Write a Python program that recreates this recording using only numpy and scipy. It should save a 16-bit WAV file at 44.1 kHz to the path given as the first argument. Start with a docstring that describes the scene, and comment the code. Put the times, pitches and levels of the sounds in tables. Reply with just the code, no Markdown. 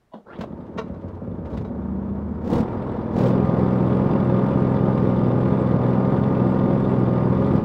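"""Pull-started engine and bench saw in a barn

A rope clinks, zips and knocks through its starter; a single-cylinder four-stroke stumbles, with one small throttle
blip, and settles to a chug. Two wide blips come after; then the speed hunts on the governor and a belt-driven
saw rings. Each engine cycle sends out short pulses; filters turn them into boom, bark and clatter, with barn echo.
Shaped noise makes the gas, rattles and scrapes; wavering sine waves make the metal ring."""
import sys
import numpy as np
from scipy import signal
from scipy.fft import rfft, irfft
from scipy.io import wavfile
from scipy.ndimage import uniform_filter1d

SR = 44100
rng = np.random.default_rng(int(sys.argv[2]) if len(sys.argv) > 2 else 0)


def int16_out(signal):
    """Quantize to a 16-bit WAV file."""
    q = np.round(np.clip(np.atleast_2d(signal).T, -1, 1) * 32767)
    wavfile.write(sys.argv[1], SR, q.astype(np.int16))


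N = 336924
T = np.arange(N) / SR  # time of each sample [s]


def undb(db):
    """Turn decibels into a gain."""
    return 10 ** (np.asarray(db) / 20)


def unit(x):
    """Scale to an average (rms) strength of 1."""
    return x / np.sqrt(np.mean(x ** 2) + 1e-20)


def even(x, size=9000):
    """Hold the running rms, over a window in samples, near 1 while keeping the single beats."""
    power = uniform_filter1d(uniform_filter1d(x * x, size), size)
    return x / np.sqrt(power + 1e-14)


def noise():
    """White noise: all pitches equally strong."""
    return rng.standard_normal(N)


def sway(hz):
    """Random wander with a spread of 1, made of noise below the given frequency."""
    return unit(signal.sosfilt(signal.butter(2, hz, fs=SR, output="sos"), noise()))


def ramp(start_s, rise_s):
    """A straight rise from 0 to 1."""
    return np.clip((T - start_s) / rise_s, 0, 1)


def fade(x, decay_s):
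    """Give each pulse a tail that dies away exponentially."""
    return signal.lfilter([1], [1, -np.exp(-1 / (decay_s * SR))], x)


def colour(x, points, size=4096):
    """Filter to a (frequency [Hz], level [dB]) curve without sounding ahead of the input."""
    hz, db = np.transpose(points)
    f = np.log(np.maximum(np.fft.rfftfreq(size, 1 / SR), 1))
    # the response falls away beyond both ends of the curve
    outside = np.maximum(f - np.log(hz[-1]), 0) + np.maximum(np.log(hz[0]) - f, 0)
    response_db = np.interp(f, np.log(hz), db) - 20 * outside
    # folding the cepstrum gives the minimum-phase filter
    cepstrum = irfft(np.log(undb(response_db)))
    cepstrum[1:size // 2] *= 2
    cepstrum[size // 2 + 1:] = 0
    return signal.oaconvolve(x, irfft(np.exp(rfft(cepstrum))))[:N]


def resonate(x, hz, width_hz):
    """A resonance picks out one narrow band and rings on."""
    return signal.lfilter(*signal.iirpeak(hz, hz / width_hz, fs=SR), x)


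BARN_T60_S = 0.4  # time for the echo to fall by 60 dB


def barn(x, wet_db):
    """Direct sound plus the dense, short echo of the plank walls."""
    t = T[:SR // 2]
    dying = np.exp(-np.log(1000) * t / BARN_T60_S)
    tail = rng.standard_normal(len(t)) * dying * (t > .004)
    echo = signal.oaconvolve(x, tail / np.linalg.norm(tail))[:N]
    return x + undb(wet_db) * echo


def blow(s, db, decay_s):
    """Loose parts meet one after another: a knock swells, slower if light, then dies away."""
    swell_s = np.interp(db, [-58, -45], [.018, .006])
    past_peak = T - s - .005  # the peak comes 5 ms after the listed time
    swell = np.clip(1 + past_peak / swell_s, 0, 1)
    return undb(db) * np.exp(-np.clip(past_peak / decay_s, 0, 50)) * swell


def ringing(modes, waver):
    """Metal modes that waver in pitch as parts rattle against them."""
    out = 0
    for hz, db in modes:
        phase = 2 * np.pi * np.cumsum(hz * (1 + waver * sway(hz=201))) / SR
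        out = out + undb(db) * np.sin(phase)
    return unit(out)


def strokes(cycle, at, scatter_db, jitter_s):
    """One pulse a cycle at a given position, each with its own strength and timing."""
    count = np.arange(np.ceil(cycle[0]), np.floor(cycle[-1]))
    chance = rng.standard_normal((200, 2))[:len(count)]
    when = np.interp(count + at, cycle, T) + jitter_s * chance[:, 0]
    sample = np.clip(when * SR, 0, N - 1).astype(int)
    return np.bincount(sample, undb(scatter_db * chance[:, 1]), N)


# starter pawls dropping into the cup: (time [s], level [dB], decay [s])
PAWL_CLICKS = [(0.121, -49, 0.012), (.134, -35.5, 0.0077), (.16, -48, 0.009)]
# ringing modes of the starter cup: (frequency [Hz], level [dB])
CUP_MODES = [(660, 10), (813, 4), (980, 8), (1080, -5), (1500, -23), (1943, -15), (2929, -12), (3350, -16),
             (3700, -18), (4400, -22)]


def pawls():
    """The pawls clink against the starter cup as the slack is taken up."""
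    clicks = sum(blow(s, db, decay) for s, db, decay in PAWL_CLICKS)
    return clicks * ringing(CUP_MODES, waver=0.015)


# knocks of starter and controls, with light valve ticks as the engine stumbles;
# ring and rattle are relative to the knock:
# (time [s], level [dB], decay [s], metallic ring [dB], rattle [dB])
KNOCKS = [(0.138, -32.5, 0.029, -29, -39), (0.162, -51, 0.017, -16, -34.5), (0.385, -45, 0.02, -7, -3),
          (0.407, -31.5, 0.015, -0.5, -6.5), (0.435, -26, 0.0061, -12, -31), (.576, -64, 0.011, 5, -1),
          (.664, -62.5, 0.01, 5, 2), (.737, -60, .009, 6, -5), (0.772, -45, 0.0066, 2, -2),
          (0.783, -41, 0.013, 18, -2), (0.811, -37.5, 0.0084, 4.5, -16.5), (0.881, -61, 0.0073, 3, 2),
          (.944, -57, 0.011, 10, -4), (1.015, -61, 0.01, 2, 1.5), (1.084, -55, 0.0083, 0, -0.5),
          (1.15, -58.5, 0.0091, 1, -1), (1.453, -49.5, 0.0088, 0.5, -2), (1.526, -39.5, 0.028, -1.5, -20),
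          (1.571, -47.5, 0.012, -8, 4.5), (1.645, -44, 0.022, 6, -11)]
# ringing modes of the starter housing: (frequency [Hz], level [dB])
HOUSING_MODES = [(441, 7.5), (646, 2), (908, -5.5), (1036, -4.5), (1114, 0), (1310, -5.5), (1510, -9),
                 (2000, -16), (2295, -14.5), (2680, -26), (3880, -16), (5030, -28), (6100, -31)]
# colour of the dull part of a knock: (frequency [Hz], level [dB])
THUD_COLOUR = [(60, -42), (140, -27), (188, 14.5), (260, -3), (640, -2), (1000, -13.5), (1600, -23.5),
               (2300, -43.5), (3300, -31), (5000, -47)]
# colour of the bright part of a knock: (frequency [Hz], level [dB])
RATTLE_COLOUR = [(600, 12.5), (1500, 11), (3400, 3), (5500, -6.5), (8000, -16.5), (13000, -29),
                 (15500, -17)]
BENCH_HZ = 188.5  # pitch of the bench's boom


def knocks():
    """Starter and controls knock and valves tick lightly: thud, bench boom, metal ring and rattle."""
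    dull, metal, bright = np.zeros((3, N))
    for s, db, decay, ring_db, rattle_db in KNOCKS:
        hit = blow(s, db, decay)
        dull += hit
        metal += hit * undb(ring_db)
        bright += hit * undb(rattle_db)
    thud = even(colour(noise(), THUD_COLOUR), size=900) + 0.4 * np.sin(2 * np.pi * BENCH_HZ * T)
    rattle = unit(colour(noise(), RATTLE_COLOUR))
    return dull * thud + metal * ringing(HOUSING_MODES, waver=0.014) + bright * rattle


# muffler and barn colour at slow idle: (frequency [Hz], level [dB])
BOOM_SLOW = [(20, -16.5), (48, -17.5), (73, -5), (100, -4), (140, -7.5), (200, -0.5), (245, -1),
             (310, -17.5), (450, -35)]
# muffler and barn colour under load: (frequency [Hz], level [dB])
BOOM_FAST = [(20, -11), (48, -17), (64, -19.5), (85, -1), (105, -2), (128, -4), (160, 4), (192, -4),
             (215, 3.5), (260, -9.5), (320, -17.5), (450, -38)]
# puffs of one cycle under load: (position [cycles], level [dB], scatter [dB])
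PUFFS = [(0, 0.5, 0.46), (0.334, -5.5, 1.6), (0.665, -3, 2)]
# muffler and barn modes the puffs keep humming: (frequency [Hz], width [Hz], gain [dB])
HUM_MODES = [(128.9, 7, -1.5), (194, 13, -5)]


def exhaust(cycle, load, opening):
    """Exhaust and intake puffs boom: a soft putter, a roar in a blip, a three-beat chug under load."""
    firing = strokes(cycle, 0, scatter_db=0.0, jitter_s=0.0004)
    intake = strokes(cycle, 0.4614, scatter_db=3.0, jitter_s=0.00057)
    turbulence = (.5 + .8 * opening) * noise()
    putts = even(barn(firing + .68 * intake, wet_db=-4.0)) + turbulence
    puffs = 0
    for at, db, scatter in PUFFS:
        puffs = puffs + undb(db) * strokes(cycle, at, scatter_db=scatter, jitter_s=0.00018)
    hum = sum(undb(db) * resonate(puffs, hz, width) for hz, width, db in HUM_MODES)
    chug = even(barn(puffs, wet_db=-5.5) + hum) + .38 * noise()
    slow = unit(colour(putts, BOOM_SLOW))
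    loaded = unit(colour(chug, BOOM_FAST))
    return even((1 - load) * slow + load * loaded)


# colour of the shaken muffler shell and bench: (frequency [Hz], level [dB])
BARK_COLOUR = [(200, -28.5), (300, 0.5), (380, 1), (460, -3), (600, -6.5), (720, -10), (1000, -11.5),
               (1200, -16), (1400, -20.5), (1800, -29), (2500, -41.5)]


def bark(cycle):
    """Each stroke shakes the muffler shell and bench, with a rush of gas behind it."""
    hits = strokes(cycle, 0, scatter_db=0.5, jitter_s=0.00017)
    for at, db in [(.17, -4), (.45, -0.5), (.62, -2.5), (.84, -3)]:  # (position in cycles, dB)
        hits = hits + undb(db) * strokes(cycle, at, scatter_db=2.2, jitter_s=0.00023)
    gas = unit(fade(hits, decay_s=0.018) * noise())
    # the muffler faces the wall, so its knocks arrive mostly as echo
    return even(colour(unit(barn(hits, wet_db=17.0)) + 0.9 * gas, BARK_COLOUR))


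# colour of the clatter as a whole: (frequency [Hz], level [dB])
CLATTER_COLOUR = [(1100, -20), (1700, 1), (2000, 7.5), (2350, 4), (2550, -2), (2950, 0.5), (3500, -3.5),
                  (4200, -6.5), (5100, -11), (5900, -15.5), (6800, -31.5), (7800, -25), (10000, -29.5),
                  (13500, -38.5), (15200, -23)]
# resonances of valve cover and shroud: (frequency [Hz], width [Hz], gain [dB])
COVER_MODES = [(1890, 180, 0.5), (2610, 320, -1), (3530, 300, 2.5), (4840, 110, -0.5), (6200, 70, 0.5),
               (7660, 110, 13), (8300, 69, 4), (9580, 150, 8)]
GRIT_PER_S, GRIT_DB = 150, -7  # chatter of loose guards and belt: mean rate [1/s], level in the shake [dB]


def clatter(cycle, load):
    """Valve gear ticks ring a tin cover; under load loose parts chatter too, all over the fan's hiss."""
    ticks = strokes(cycle, .03, scatter_db=1.6, jitter_s=.0005)
    ticks = ticks + (.4 + .5 * load) * strokes(cycle, .53, scatter_db=1.6, jitter_s=.0005)
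    shaken = fade(fade(ticks, decay_s=0.003), decay_s=0.009)
    metal = even(barn(shaken * noise(), wet_db=0.0))
    loose = (rng.random(N) < GRIT_PER_S / SR) * undb(2 * noise()) * shaken
    grit = unit(fade(loose, decay_s=.003) * noise())
    hiss = (0.15 + 0.15 * load) * noise()
    shake = metal + load * undb(GRIT_DB) * grit + hiss
    ring = 0
    for hz, width, db in COVER_MODES:
        flutter = undb(5.5 * sway(hz=22) - 4)
        ring = ring + undb(db) * flutter * resonate(shake, hz, width)
    return even(colour(shake + ring, CLATTER_COLOUR))


# starter shell as the rope excites it: (frequency [Hz], gain [dB])
SHELL_COLOUR = [(250, 3), (480, 14), (800, 4), (1100, 1), (1380, 7), (1800, -4.5), (2400, -10), (3400, -3),
                (4500, -5), (7000, -21)]
PULL_S, PULL_LENGTH_S, PULL_RISE_S, PULL_RELEASE_S = .25, 0.1, 0.055, 0.05
ROPE_START_HZ, ROPE_RISE_HZ_PER_S = 317, 6400  # basic pitch of the jerks and how fast it climbs
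ROPE_DB = -46  # gain after the shell


def rope():
    """The braid jerks through its eyelet ever faster, a rough rising zip in the starter shell."""
    pulled_s = np.clip(T - PULL_S, 0, PULL_LENGTH_S + PULL_RELEASE_S)
    hz = ROPE_START_HZ + ROPE_RISE_HZ_PER_S * pulled_s
    pull = ramp(PULL_S, PULL_RISE_S) * (1 - ramp(PULL_S + PULL_LENGTH_S, PULL_RELEASE_S))
    braid = 2 * np.pi * np.cumsum(hz * (1 + .125 * sway(hz=600))) / SR
    tone = .5 * np.sin(braid) + np.sin(2 * braid) + .7 * np.sin(3 * braid)
    jerks = undb(4 * sway(hz=220)) * tone
    return undb(ROPE_DB) * pull * colour(unit(jerks) + 0.24 * noise(), SHELL_COLOUR)


# uneven firings while the engine catches, before their filters:
# (time [s], muffler ring [dB], deep thump [dB])
POPS = [(0.388, -27, -29), (0.505, -31, -36), (0.528, -32.5, -36.5), (0.589, -34.5, -36), (0.621, -40, -39),
        (.695, -34, -40), (0.741, -36, -38), (0.763, -28.5, -34), (0.839, -30, -33), (0.898, -28.5, -29),
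        (0.964, -30, -34), (1.041, -29.5, -27), (1.126, -46, -27.5), (1.218, -27, -28.5),
        (1.276, -29.5, -27.5), (1.316, -28.5, -34), (1.39, -28.5, -29), (1.46, -32, -21.5),
        (1.522, -26.5, -22.5), (1.571, -38, -15.5), (1.705, -27.5, -29)]
# the muffler's ring after a lone firing: (frequency [Hz], gain [dB])
POP_RING = [(100, 10.5), (150, 48), (205, 50), (255, 46), (330, 30.5), (550, 39), (1000, 0.5), (2000, -22)]
# the deep thump of a lone firing: (frequency [Hz], gain [dB])
POP_THUMP = [(25, -6.5), (45, 26), (70, 45.5), (102, 50), (135, 40), (250, 12)]


def pops():
    """Single strong firings ring the muffler and thump before the engine runs evenly."""
    ring, thump = np.zeros((2, N))
    for s, ring_db, thump_db in POPS:
        ring[int(s * SR)] += undb(ring_db)
        thump[int(s * SR)] += undb(thump_db)
    shudder = fade(thump, decay_s=0.044) * noise()  # the engine shakes on its mount after each firing
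    deep = colour(.75 * thump + .03 * shudder, POP_THUMP)
    return barn(colour(ring, POP_RING) + deep, wet_db=-1.0)


# colour of the reel's chatter: (frequency [Hz], level [dB])
RECOIL_COLOUR = [(300, -12), (450, -0.5), (900, -3), (1350, -5), (1800, -9.5), (2300, -12), (2800, -13),
                 (3300, -19), (3900, -20), (4500, -28), (6200, -28), (8000, -48)]
RECOIL_S, RECOIL_RISE_S, RECOIL_HOLD_S, RECOIL_FALL_S = .774, 0.0093, 0.023, .014  # fall starts at S + HOLD
RECOIL_HZ, RECOIL_DB = 455, -30  # mean tap rate and level


def recoil():
    """The reel chatters against its shell in quick, uneven taps as the rope winds back in."""
    turns = np.floor(np.cumsum(RECOIL_HZ * (1 + .05 * sway(hz=300))) / SR)
    taps = np.diff(turns, prepend=0) * undb(2 * noise())
    swell = ramp(RECOIL_S, RECOIL_RISE_S) * (1 - ramp(RECOIL_S + RECOIL_HOLD_S, RECOIL_FALL_S))
    return undb(RECOIL_DB) * swell * unit(colour(taps, RECOIL_COLOUR))


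# harmonics of the engine cycle that hum at slow idle: (multiple of cycle rate, level [dB])
DRONE = [(5, -35), (10, -45), (13, -31), (16, -38.5)]


def drone(cycle, idle):
    """Cycle harmonics of the slow idle, each swaying a little in strength and phase."""
    out = 0
    for multiple, db in DRONE:
        level = undb(db + 1.4 * sway(hz=1.0))
        phase = 2 * np.pi * multiple * cycle + .17 * sway(hz=3)
        out = out + level * np.sqrt(2) * np.cos(phase)
    return idle * out


# blips of the throttle:
# (time [s], opening time [s], start of shutting after time [s], shutting time [s], opening [0-1])
BLIPS = [(1.44, 0.11, 0.16, 0.047, 0.31), (2.405, 0.13, 0.19, 0.054, 0.97),
         (3.11, 0.079, 0.16, 0.093, 0.83)]


def throttle():
    """Each blip opens the throttle, holds it and lets it shut."""
    return sum(opening * (ramp(s, rise) - ramp(s + held, fall)) for s, rise, held, fall, opening in BLIPS)


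# colour of the wide-throttle rasp: (frequency [Hz], level [dB])
RASP_COLOUR = [(200, 1.5), (300, 26.5), (400, 23), (470, 38.5), (560, 26.5), (900, 18.5), (1500, 1),
               (2500, 0), (4000, -3.5), (6000, -9.5), (8000, -16), (11000, -23.5), (14000, -27),
               (15200, -14.5)]
RASP_DB, RASP_RANGE_DB = -22.5, 8  # level wide open; extra fall as the throttle shuts


def rasp(cycle, opening):
    """An open throttle tears crackling gusts through the muffler on every crank turn, shaking tinware."""
    bursts = sum(strokes(cycle, at, scatter_db=2.0, jitter_s=0.001) for at in (0, .5))
    gusts = fade(fade(bursts, decay_s=0.003), decay_s=0.016)
    crackle = undb(4 * sway(hz=900)) * noise()
    gas = even(barn(gusts * crackle, wet_db=-7))
    level = opening * undb(RASP_DB - RASP_RANGE_DB * (1 - opening))
    return level * unit(colour(gas, RASP_COLOUR))


# ringing of the spinning blade and bench, before BLADE_DB: (frequency [Hz], width [Hz], level [dB])
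BLADE_MODES = [(279.7, 4.7, -34), (349.5, 5, -33), (416, 7.6, -34), (544, 6, -33), (766, 5.4, -46),
               (842, 7.5, -45), (1080, 5.2, -45.5), (1205, 7, -42), (1437, 20, -52.5), (6000, 22, -87.5),
               (6370, 14, -93.5)]
BLADE_DB = -2  # added to every mode


def blade():
    """The spinning blade and the bench ring on in narrow modes that waver in pitch and strength."""
    out = 0
    for hz, width, db in BLADE_MODES:
        phase = 2 * np.pi * np.cumsum(hz + 0.403 * width * sway(hz=7.08)) / SR
        flutter = undb(1.5 * sway(hz=7))
        out = out + undb(db + BLADE_DB) * flutter * np.sqrt(2) * np.sin(phase)
    return out


def loudness(steps_db, state):
    """Gain of a part: its stumbling level plus a step each for catching, speed, load and throttle."""
    return undb(steps_db[0] + sum(db * amount for db, amount in zip(steps_db[1:], state)))


# the run-up from the first turns: (time [s], four-stroke cycle rate [Hz])
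RUN_UP = [(.6, 12.2), (.75, 14.3), (1.15, 14.6), (1.45, 12.8), (1.7, 14.6), (1.85, 14.7), (2.1, 15.2),
          (2.43, 15.8), (2.62, 20.9), (2.85, 21.17), (3.13, 20.2)]
# the governor hunting around working speed: (time [s], four-stroke cycle rate [Hz])
HUNT = [(3.4, 21.45), (3.84, 20.62), (4.13, 22.01), (4.33, 20.74), (4.5, 21.77), (4.68, 21.24),
        (4.81, 21.64), (5.31, 20.41), (5.55, 21.58), (5.8, 20.47), (6.01, 21.25), (6.27, 21.91),
        (6.41, 20.82), (6.88, 21.63), (6.99, 20.64), (7.31, 20.8), (7.42, 21.71)]
# Loudness of boom, bark and clatter; the blip step shrinks under load:
# (stumbling [dB], added once caught [dB], at full speed [dB], under load [dB], in a full blip [dB])
BOOM_DB = (-42, 11.5, 3.5, 8, 8.5)
BARK_DB = (-41, 4.5, 6.5, 4, 6)
CLATTER_DB = (-72.5, 0, 14, 6.5, 7.5)
IDLE_HZ, WORK_HZ = 15.6, 20.93  # cycle rates of slow idle and of full speed
CRANK_S, CRANK_RISE_S = 0.24, 0.14  # the pull sets the engine turning
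CATCH_S, CATCH_RISE_S = 1.05, 0.84  # it stops stumbling and runs evenly
LOAD_S, LOAD_RISE_S = 3.16, 0.071  # the engine starts pulling the saw
FLOOR_DB = -65.5  # level of the barn's air


def scene():
    """Engine, saw and starter over the faint air of the barn."""
    hz = np.interp(T, *np.transpose(list(RUN_UP) + list(HUNT)))
    cycle = np.cumsum(hz) / SR
    cycle -= np.interp(1.884, T, cycle)  # a firing falls at 1.884 s
    speed = np.clip((hz - IDLE_HZ) / (WORK_HZ - IDLE_HZ), 0, 1)
    caught = ramp(CATCH_S, CATCH_RISE_S)
    load = ramp(LOAD_S, LOAD_RISE_S)
    opening = throttle()
    state = caught, speed, load, opening * (1 - 0.76 * load)
    engine = loudness(BOOM_DB, state) * exhaust(cycle, load, opening)
    engine += loudness(BARK_DB, state) * bark(cycle)
    engine += loudness(CLATTER_DB, state) * clatter(cycle, load)
    engine += drone(cycle, idle=caught ** 2 * (1 - speed))
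    engine += rasp(cycle, opening)
    engine *= ramp(CRANK_S, CRANK_RISE_S)
    starter = barn(pawls() + knocks() + rope() + recoil(), wet_db=-18.5)
    air_colour = [(30, 0.5), (300, -4.5), (1000, -12.0), (3000, -26.0), (15000, -39.0)]  # (Hz, dB)
    air = undb(FLOOR_DB) * unit(colour(noise(), air_colour))
    return (starter + engine + pops() + load * blade() + air)[None]


TOP_HZ = 15600  # upper edge of the treble


def record(dry):
    """A steep low-pass filter cuts the treble above TOP_HZ."""
    return signal.sosfilt(signal.ellip(8, .2, 70, TOP_HZ, fs=SR, output="sos"), dry)


dry = scene()
out = record(dry)
int16_out(out)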